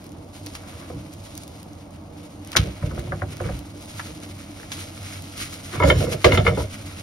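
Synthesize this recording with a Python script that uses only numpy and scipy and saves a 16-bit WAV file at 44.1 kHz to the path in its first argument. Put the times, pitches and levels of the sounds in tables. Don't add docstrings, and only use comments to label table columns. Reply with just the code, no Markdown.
import sys
import numpy as np
from scipy import signal
from scipy.fft import rfft, irfft, next_fast_len
from scipy.io import wavfile

SR = 44100
rng = np.random.default_rng(int(sys.argv[2]) if len(sys.argv) > 2 else 0)


def output_pcm(signal):
    pcm = np.clip(np.atleast_2d(signal).T, -1, 1) * 32767
    wavfile.write(sys.argv[1], SR, np.round(pcm).astype(np.int16))


N = 309582
SIZE = next_fast_len(N + SR // 2)
HZ = np.maximum(np.arange(SIZE // 2 + 1) * SR / SIZE, 1)
TIME = np.arange(N) / SR
SEAR_RISE_S = 0.016

# start_s, clank_db, grate_rattle_db, hob_boom_db, brightness_hz
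KNOCKS = [(2.579, -37, -32, -16, 2000), (5.8, -10, -12, -26, 1810), (5.823, -6, -15, -18, 1900),
          (5.833, -11, -19, -20, 2010), (5.871, -16, -11, -23, 1500), (5.9004, -5.5, -7.5, -33, 3030),
          (6.006, -22, -13, -33, 2600), (6.031, -38, -18, -40, 1500), (6.067, -23, -17.5, -48, 1500),
          (6.121, -24.5, -17.5, -49, 1500), (6.2436, 0.5, -4.5, -14.5, 3080),
          (6.259, -22, -14, -16.5, 3000), (6.297, -19, -16, -23, 1800), (6.320, -7.5, -13.5, -17, 2950),
          (6.346, -13, -32, -38, 2300), (6.374, -8, -8.5, -19, 3280), (6.45, -22, -17.5, -36, 3000),
          (6.4655, -4, -13, -22, 2400), (6.476, -8, -17, -36, 2200), (6.51, -24, -19, -29, 1500),
          (6.572, -13.5, -10.5, -29, 1200), (6.602, -18, -25, -30, 1200), (6.639, -32, -24, -35, 1200)]
# start_s, tick_db, hollow_knock_db, hob_boom_db
TAPS = [(0.898, -32, -22.5, -40), (2.553, -5.5, -14, -36), (2.8241, -20.5, -17.5, -20.5),
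        (2.911, -26, -22, -27.5), (2.973, -32, -18, -25.5), (3.069, -40, -25, -42),
        (3.1205, -11, -12.5, -27), (3.218, -9.5, -12.5, -30), (3.402, -20, -14, -31),
        (3.489, -20, -18, -37)]
# pitch_hz, width_hz, level_db
BLADE = [(352, 11.5, 3.5), (540, 61, 2), (755, 49, -3.5), (914, 33, -11.5), (1150, 270, -14),
         (1600, 180, -20), (1633, 14, -28), (2290, 43, -1.5)]
# start_s, hiss_db, wet_bubbling_db
SEARS = [(2.569, -41, -29.5), (4.72, -47, -62), (6.246, -48, -24)]


def from_db(db):
    return 10 ** (np.asarray(db) / 20)


def rms_one(x):
    return x / np.sqrt(np.mean(x ** 2) + 1e-20)


def in_time(rows):
    s, *columns = np.transpose(rows)
    return [np.interp(TIME, s, column) for column in columns]


def over_hz(points):
    hz, value = np.transpose(points)
    return np.interp(np.log(HZ), np.log(hz), value)


def colour(x, spectrum):
    gain = rms_one(from_db(over_hz(spectrum)))
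    cepstrum = irfft(np.log(gain), SIZE)
    cepstrum[1:SIZE // 2] *= 2
    cepstrum[SIZE // 2 + 1:] = 0
    response = np.exp(rfft(cepstrum))
    return irfft(rfft(x, SIZE) * response, SIZE)[..., :N]


def cut(x, hz, kind, order):
    sections = signal.butter(order, min(hz, SR / 2 - 100), kind, fs=SR, output="sos")
    return signal.sosfilt(sections, x + 1e-18)


def noise():
    return rng.standard_normal((2, N))


def drift(rate):
    return np.interp(TIME * rate, np.arange(2000), rng.standard_normal(2000))


def grains(per_s, spread_db):
    born = rng.random(N) < per_s / SR
    sizes = from_db(spread_db * np.minimum(rng.exponential(1, N), 5))
    return rms_one(born * sizes * noise())


def resonate(x, modes, vary_db):
    out, power = 0, 0
    for k, (hz, width, db) in enumerate(modes):
        radius = np.exp(-np.pi * width / SR)
        top = from_db(db) * (1 - radius * radius) / 2
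        fed = x * from_db(vary_db * drift(20)) + 1e-18
        feedback = [1, -2 * radius * np.cos(2 * np.pi * hz / SR), radius * radius]
        out = out + (-1) ** k * signal.lfilter([top, 0, -top], feedback, fed)
        power += top * from_db(db)
    return out / np.sqrt(power)


def broad(x, hz, width_hz):
    return resonate(x, [(hz, width_hz, 0)], vary_db=0)


def fade(s, decay_s):
    return (TIME >= s) * np.exp(-np.clip((TIME - s) / decay_s, 0, 40))


def burst(s, rise_s, decay_s):
    return np.clip((TIME - s) / rise_s, 0, 1) * fade(s, decay_s)


def swell(s, half_s):
    return np.exp(-.5 * ((TIME - s) / half_s) ** 2)


def drag(s, length_s, attack_s=0.012, sag_db_per_s=14, release_s=0.04):
    age = np.maximum(TIME - s, 0)
    release = np.exp(-np.clip((age - length_s) / release_s, 0, 40))
    return np.minimum(age / attack_s, 1) * from_db(-sag_db_per_s * age) * release


def sear(s, decay_s=0.049):
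    return burst(s, SEAR_RISE_S, decay_s)


def swings(count=3, loss_db=6, half_s=0.02):
    # first_swing_s, swing_period_s, level_db
    shakes = [(5.883, 0.12, -33.5), (6.34, 0.135, -36.5)]
    strength = 0
    for s, period_s, db in shakes:
        for k in range(count):
            strength = strength + from_db(db - loss_db * k) * swell(s + k * period_s, half_s)
    return strength


def strikes(rows, chatter_s, chatter_growth, chatter_db, strike_db, order=6):
    force, chatter = np.zeros((2, N)), noise()
    for s, db, bright_hz in rows:
        span = slice(round(s * SR), round(s * SR) + SR // 10)
        settle_s = chatter_s * from_db(chatter_growth * db)
        contact = chatter[:, span] * from_db(chatter_db) * np.exp(-TIME[:SR // 10] / settle_s)
        contact[0, 0] += from_db(strike_db)
        force[:, span] += from_db(db) * cut(contact, bright_hz, "low", order=order)
    return force


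def burner(roar_db=-42.0, ring_db=-43):
    # pitch_hz, level_db (per Hz)
    roar_spectrum = [(25, -50), (47, -7.5), (62, -15), (97, -0.5), (114, -18.5), (132, -8), (170, -8),
                     (200, -9.5), (245, -16), (300, -7.5), (400, -29.5), (600, -14.5), (850, -21),
                     (1200, -26), (1700, -40.5), (4000, -55)]
    # pitch_hz, width_hz, level_db
    rumble_modes = [(74.4, 6.5, -15), (96.7, 5.8, -3), (210, 23, -18.5), (296.2, 24, -11.5),
                    (479.4, 10.7, -18.5), (566, 35, -26.5)]
    roar = from_db(roar_db) * colour(noise(), roar_spectrum)
    ring = from_db(ring_db) * resonate(noise(), rumble_modes, vary_db=3.5)
    return roar + ring


def hob(rumble, push_s=0.0013, boom_db=0, rumble_db=-2, soft_hz=170, rumble_hz=300):
    # pitch_hz, width_hz, level_db
    hob_modes = [(52, 14, -7), (68.5, 11, -1), (97, 10, 5), (125, 16, 0), (153.8, 14, -1),
                 (179.8, 12, -1.5), (215, 55, -9), (287, 22, -6), (354, 45, -12)]
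    blows = [(s, db) for s, _, _, db in TAPS] + [(s, db) for s, _, _, db, _ in KNOCKS]
    pushes = sum(from_db(db + boom_db) * fade(s, push_s) for s, db in blows)
    soft_pushes = cut(pushes, soft_hz, "low", order=2)
    dragging = rumble * from_db(rumble_db) * cut(noise(), rumble_hz, "low", order=1)
    return resonate(soft_pushes + dragging, hob_modes, vary_db=3.5)


def grate(rumble, strike_db=14, strike_hz=1200, rattle_db=-2, rattle_s=0.018, drag_db=-15, judder_db=3,
          lag_s=0.0013, rise_s=0.007):
    # pitch_hz, width_hz, level_db
    grate_modes = [(350, 50, -6), (480, 55, -1), (555, 60, -1), (612, 60, -1), (740, 60, -15)]
    jolts, rattle = np.zeros((2, N)), 0
    for s, _, db, _, _ in KNOCKS:
        jolts[:, round((s + lag_s) * SR)] += from_db(db + strike_db)
        rattle = rattle + from_db(db + rattle_db) * burst(s + lag_s, rise_s, rattle_s)
    dragged = rumble * from_db(drag_db + judder_db * drift(50))
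    clatter = grains(per_s=1300, spread_db=-0.5) * np.hypot(rattle, dragged)
    return resonate(cut(jolts, strike_hz, "low", order=2) + clatter, grate_modes, vary_db=3.0)


def pan(scrape, crack_db=1.5, ring_db=1.5, scrape_db=0, scrape_hz=2600, slip_db=3, rasp_db=1,
        rasp_low_hz=2400, rasp_high_hz=5000, slide_damping=1.8):
    # pitch_hz, width_hz, level_db
    pan_modes = [(850, 90, -6), (975, 55, -1), (1170, 90, -6), (1305, 80, 1), (1431, 70, -2),
                 (1645, 40, -6), (1800, 40, -7), (2050, 80, 2), (2160, 65, 6), (2380, 150, -3),
                 (2940, 90, 0), (3100, 70, 3), (3360, 30, -3), (3590, 48, 4), (4230, 80, -7), (4710, 70, 2),
                 (5510, 90, -3), (6310, 70, 0), (6890, 50, 6)]
    clanks = [(s, db, hz) for s, db, _, _, hz in KNOCKS]
    force = strikes(clanks, chatter_s=0.0074, chatter_growth=0.19, chatter_db=-5.5, strike_db=17.0, order=4)
    slip_grains = cut(grains(per_s=1800, spread_db=0.0), scrape_hz, "low", order=2)
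    slips = scrape * from_db(scrape_db + slip_db * drift(65)) * slip_grains
    rasp = cut(grains(per_s=900, spread_db=3.0), rasp_low_hz, "high", order=2)
    rasp = cut(rasp, rasp_high_hz, "low", order=4)
    sliding = slips + swings() * from_db(rasp_db) * rasp
    crack = cut(force + sliding, 680, "high", order=2)
    damped = [(hz, width * slide_damping, db) for hz, width, db in pan_modes]
    ring = resonate(force, pan_modes, vary_db=4.5) + resonate(sliding, damped, vary_db=5.5)
    return from_db(ring_db) * ring + from_db(crack_db) * crack


def clicks(decay_s=0.0017, low_hz=1050, high_hz=2000):
    # start_s, level_db
    edge_clicks = [(2.992, -19), (3.9948, -7), (4, -8.5), (4.599, -23), (4.6315, -17.5)]
    ticks = noise() * sum(from_db(db) * fade(s, decay_s) for s, db in edge_clicks)
    return cut(cut(ticks, low_hz, "high", order=3), high_hz, "low", order=4)


def taps(tick_hz=1350, tick_width_hz=500, top_hz=1950, flex_s=0.0045, flex_hz=1600):
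    ticks = [(s, db, top_hz) for s, db, _, _ in TAPS]
    knocks = [(s + flex_s, db, flex_hz) for s, _, db, _ in TAPS]
    touch = strikes(ticks, chatter_s=0.0037, chatter_growth=0.058, chatter_db=-8, strike_db=1)
    flex = strikes(knocks, chatter_s=0.0084, chatter_growth=0.075, chatter_db=-10.5, strike_db=12)
    return broad(touch, tick_hz, tick_width_hz) + resonate(flex, BLADE, vary_db=3.5)


def spatula(rub_hz=1300, rub_width_hz=450, rub_top_hz=2400, catch_db=0.0, blade_db=-2,
            judder_hz=490, judder_rise_s=0.004, overtone_db=-17):
    # start_s, length_s, level_db
    rubs = [(0.62, 0.13, -51), (0.795, 0.046, -48.5), (3.422, 0.045, -43.5), (5.716, 0.043, -37)]
    # start_s, level_db, decay_s
    judders = [(0.898, -29.5, 0.033)]
    push = sum(from_db(db) * drag(s, length_s) for s, length_s, db in rubs)
    slip_grains = cut(grains(per_s=1900, spread_db=2.0), rub_top_hz, "low", order=2)
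    slips = slip_grains * push * from_db(catch_db * drift(60))
    rub = broad(slips, rub_hz, rub_width_hz) + from_db(blade_db) * resonate(slips, BLADE, vary_db=-1.0)
    shake = sum(from_db(db) * burst(s, judder_rise_s, decay_s) for s, db, decay_s in judders)
    phase = 2 * np.pi * judder_hz * TIME + .5 * drift(30)
    tone = np.sin(phase) + from_db(overtone_db) * np.sin(2 * phase)
    return rub + shake * tone * [[1], [0]]


def spits(level_db=-6, decay_s=0.0013, low_hz=3000, high_hz=11000):
    # start_s, level_db
    droplets = [(0.042, -26.5), (0.0654, -29), (0.0926, -30), (0.1195, -30), (0.4622, -15.5), (0.5522, -20),
                (1.137, -25), (1.3522, -21), (1.377, -13.5), (1.435, -22), (1.4783, -23.5), (1.63, -23),
                (1.733, -30.5), (1.908, -36), (2.448, -23.5), (2.474, -23), (2.518, -14), (2.9949, -22),
                (3.307, -27), (3.369, -23.5), (3.412, -28), (3.591, -19.5), (3.858, -24), (5.222, -23),
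                (6.863, -25)]
    bursts = sum(from_db(db + level_db) * fade(s, decay_s) for s, db in droplets)
    return cut(cut(noise() * bursts, low_hz, "high", order=2), high_hz, "low", order=1)


def spatter(per_s=600, level_db=-6, decay_s=0.075, centre_hz=3100, width_hz=2000):
    shower = sum(from_db(db + level_db) * burst(s, SEAR_RISE_S, decay_s) for s, _, db in SEARS)
    return broad(grains(per_s, spread_db=-3.5) * shower, centre_hz, width_hz)


def slaps():
    # start_s, level_db, decay_s
    contacts = [(0.468, -28, 0.0024), (0.5517, -27, 0.0031), (2.53, -28.5, 0.0046), (2.563, -12.5, 0.0052),
                (2.5675, -4, 0.0032), (2.572, -15.5, 0.0032), (4.718, -24.5, 0.0042), (4.7227, -31, 0.0076),
                (6.245, -16, 0.015)]
    # pitch_hz, level_db (per Hz)
    slap_spectrum = [(150, -8), (500, -3.5), (1400, -1), (3500, 1), (5500, -3.5), (8000, -8), (11000, -15),
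                     (16000, -21)]
    strength = sum(from_db(db) * fade(s, decay_s) for s, db, decay_s in contacts)
    return colour(noise() * strength, slap_spectrum)


def frying(hiss_db=-1.0, bubbling_db=6.5, crackle_db=-6, tick_db=-13, flare_db=2, wet_flare_db=1,
           flutter_db=2.5, surge_db=1.0):
    # time_s, hiss_db, wet_bubbling_db
    vigour = [(0, -55.5, -62.5), (0.25, -56.5, -66), (0.4, -47, -59.5), (0.72, -48, -54.5),
              (0.98, -54, -62), (1.45, -49.5, -61.5), (1.8, -59, -65), (2.4, -57.5, -67),
              (2.47, -49, -53.5), (3.15, -51, -56.5), (3.5, -46.5, -51), (3.74, -50, -60.5),
              (4.02, -43.5, -52.5), (4.45, -49, -56.5), (5.3, -43, -52), (7.0, -47.5, -54)]
    # peak_s, level_db, half_length_s
    flare_ups = [(0.358, -52.5, 0.013), (1.268, -61, 0.011), (2.245, -58, 0.036), (3.321, -46.5, 0.01),
                 (4.766, -46.5, 0.044), (5.107, -44, 0.038), (5.428, -42, 0.038), (5.739, -45, 0.027),
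                 (6.742, -50, 0.0093), (6.928, -60, 0.0088)]
    # pitch_hz, level_db (per Hz)
    hiss_spectrum = [(1000, -34.5), (2500, 9), (4000, 12.5), (5500, 10.5), (9000, 10), (11000, 5.5),
                     (13000, 0), (16000, -2.5)]
    wet_spectrum = [(300, 5), (700, -20), (1300, 5.5), (1750, -1), (2200, 5), (3300, -1.5), (4500, -11),
                    (8000, -33)]
    hiss_level, wet_level = in_time(vigour)
    flares = swings() + sum(from_db(db) * swell(s, half_s) for s, db, half_s in flare_ups)
    hiss_sear = sum(from_db(db) * sear(s) for s, db, _ in SEARS)
    wet_sear = sum(from_db(db) * sear(s) for s, _, db in SEARS)
    pops = grains(per_s=13000, spread_db=-2.0) + from_db(crackle_db) * grains(per_s=600, spread_db=-0.5)
    ticks = from_db(hiss_level + tick_db) * grains(per_s=60, spread_db=1.5)
    hiss_gain = from_db(hiss_level + hiss_db) + from_db(flare_db) * flares + hiss_sear
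    wet_gain = from_db(wet_level + bubbling_db) + from_db(wet_flare_db) * flares + wet_sear
    hiss = colour(pops * hiss_gain + ticks, hiss_spectrum)
    wet = colour(grains(per_s=2500, spread_db=-2.0), wet_spectrum) * wet_gain
    return (hiss + wet) * from_db(flutter_db * drift(45) + surge_db * drift(14))


def kitchen(x, wet_db=-14, wall_hz=6000, t60_s=0.076):
    tail = cut(noise() * fade(0.0078, t60_s / np.log(1000)), wall_hz, "low", order=1)
    tail /= np.sqrt(np.sum(tail ** 2, axis=1, keepdims=True))
    reflections = irfft(rfft(x, SIZE) * rfft(tail, SIZE), SIZE)[:, :N]
    return x + from_db(wet_db) * reflections


def ports(x):
    # pitch_hz, likeness (0-1)
    likeness = [(100, .99), (260, 0.96), (380, 0.82), (550, 0.28), (1100, 0.27), (2150, 0.3), (2450, 0.48),
                (3000, 0), (4500, 0), (5100, 1)]
    # pitch_hz, lag_radians
    port_lag = [(300, 0), (2250, 1.1), (2700, 4.1), (4000, 5.8), (5000, 6.2), (7600, 9.4), (11000, 12.6),
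                (14000, 15.6), (16000, 16.8)]
    # pitch_hz, left_minus_right_db
    tilt = [(80, -1), (250, -0.9), (520, -3), (1000, -0.5), (2100, 0), (4000, 0)]
    common, apart = rfft(x, SIZE)
    alike = np.clip(over_hz(likeness), -.9, 1)
    common = common * np.sqrt((1 + alike) / 2)
    apart = 1j * apart * np.sqrt((1 - alike) / 2)
    lag = np.exp(-1j * np.interp(HZ, *np.transpose(port_lag)))
    lean = from_db(over_hz(tilt) / 2)
    left = (common + apart) * lean
    right = (common - apart) * lag / lean
    return irfft(np.array([left, right]), SIZE)[:, :N]


def scene():
    # start_s, length_s, rumble_db, scrape_db
    slides = [(0.909, 0.052, -30, -77), (2.569, 0.11, -23.5, -58), (2.824, 0.52, -26, -73),
              (3.412, 0.12, -23.5, -68), (4.04, 0.077, -35.5, -57), (5.725, 0.11, -23.5, -39),
              (5.826, 0.076, -13, -25), (5.916, 0.22, -18.5, -37), (6.247, 0.096, -14, -31),
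              (6.372, 0.23, -19, -39)]
    rumble = sum(from_db(db) * drag(s, length_s) for s, length_s, db, _ in slides)
    scrape = sum(from_db(db) * drag(s, length_s) for s, length_s, _, db in slides)
    handling = kitchen(pan(scrape) + taps() + spatula() + clicks() + slaps() + spatter() + spits())
    return ports(frying() + handling + grate(rumble) + hob(rumble) + burner())


def record(dry, cutoff_hz=15700):
    low_pass = signal.ellip(10, .1, 70, cutoff_hz, fs=SR, output="sos")
    return signal.sosfilt(low_pass, np.clip(dry, -1, 1))


dry = scene()
out = record(dry)
output_pcm(out)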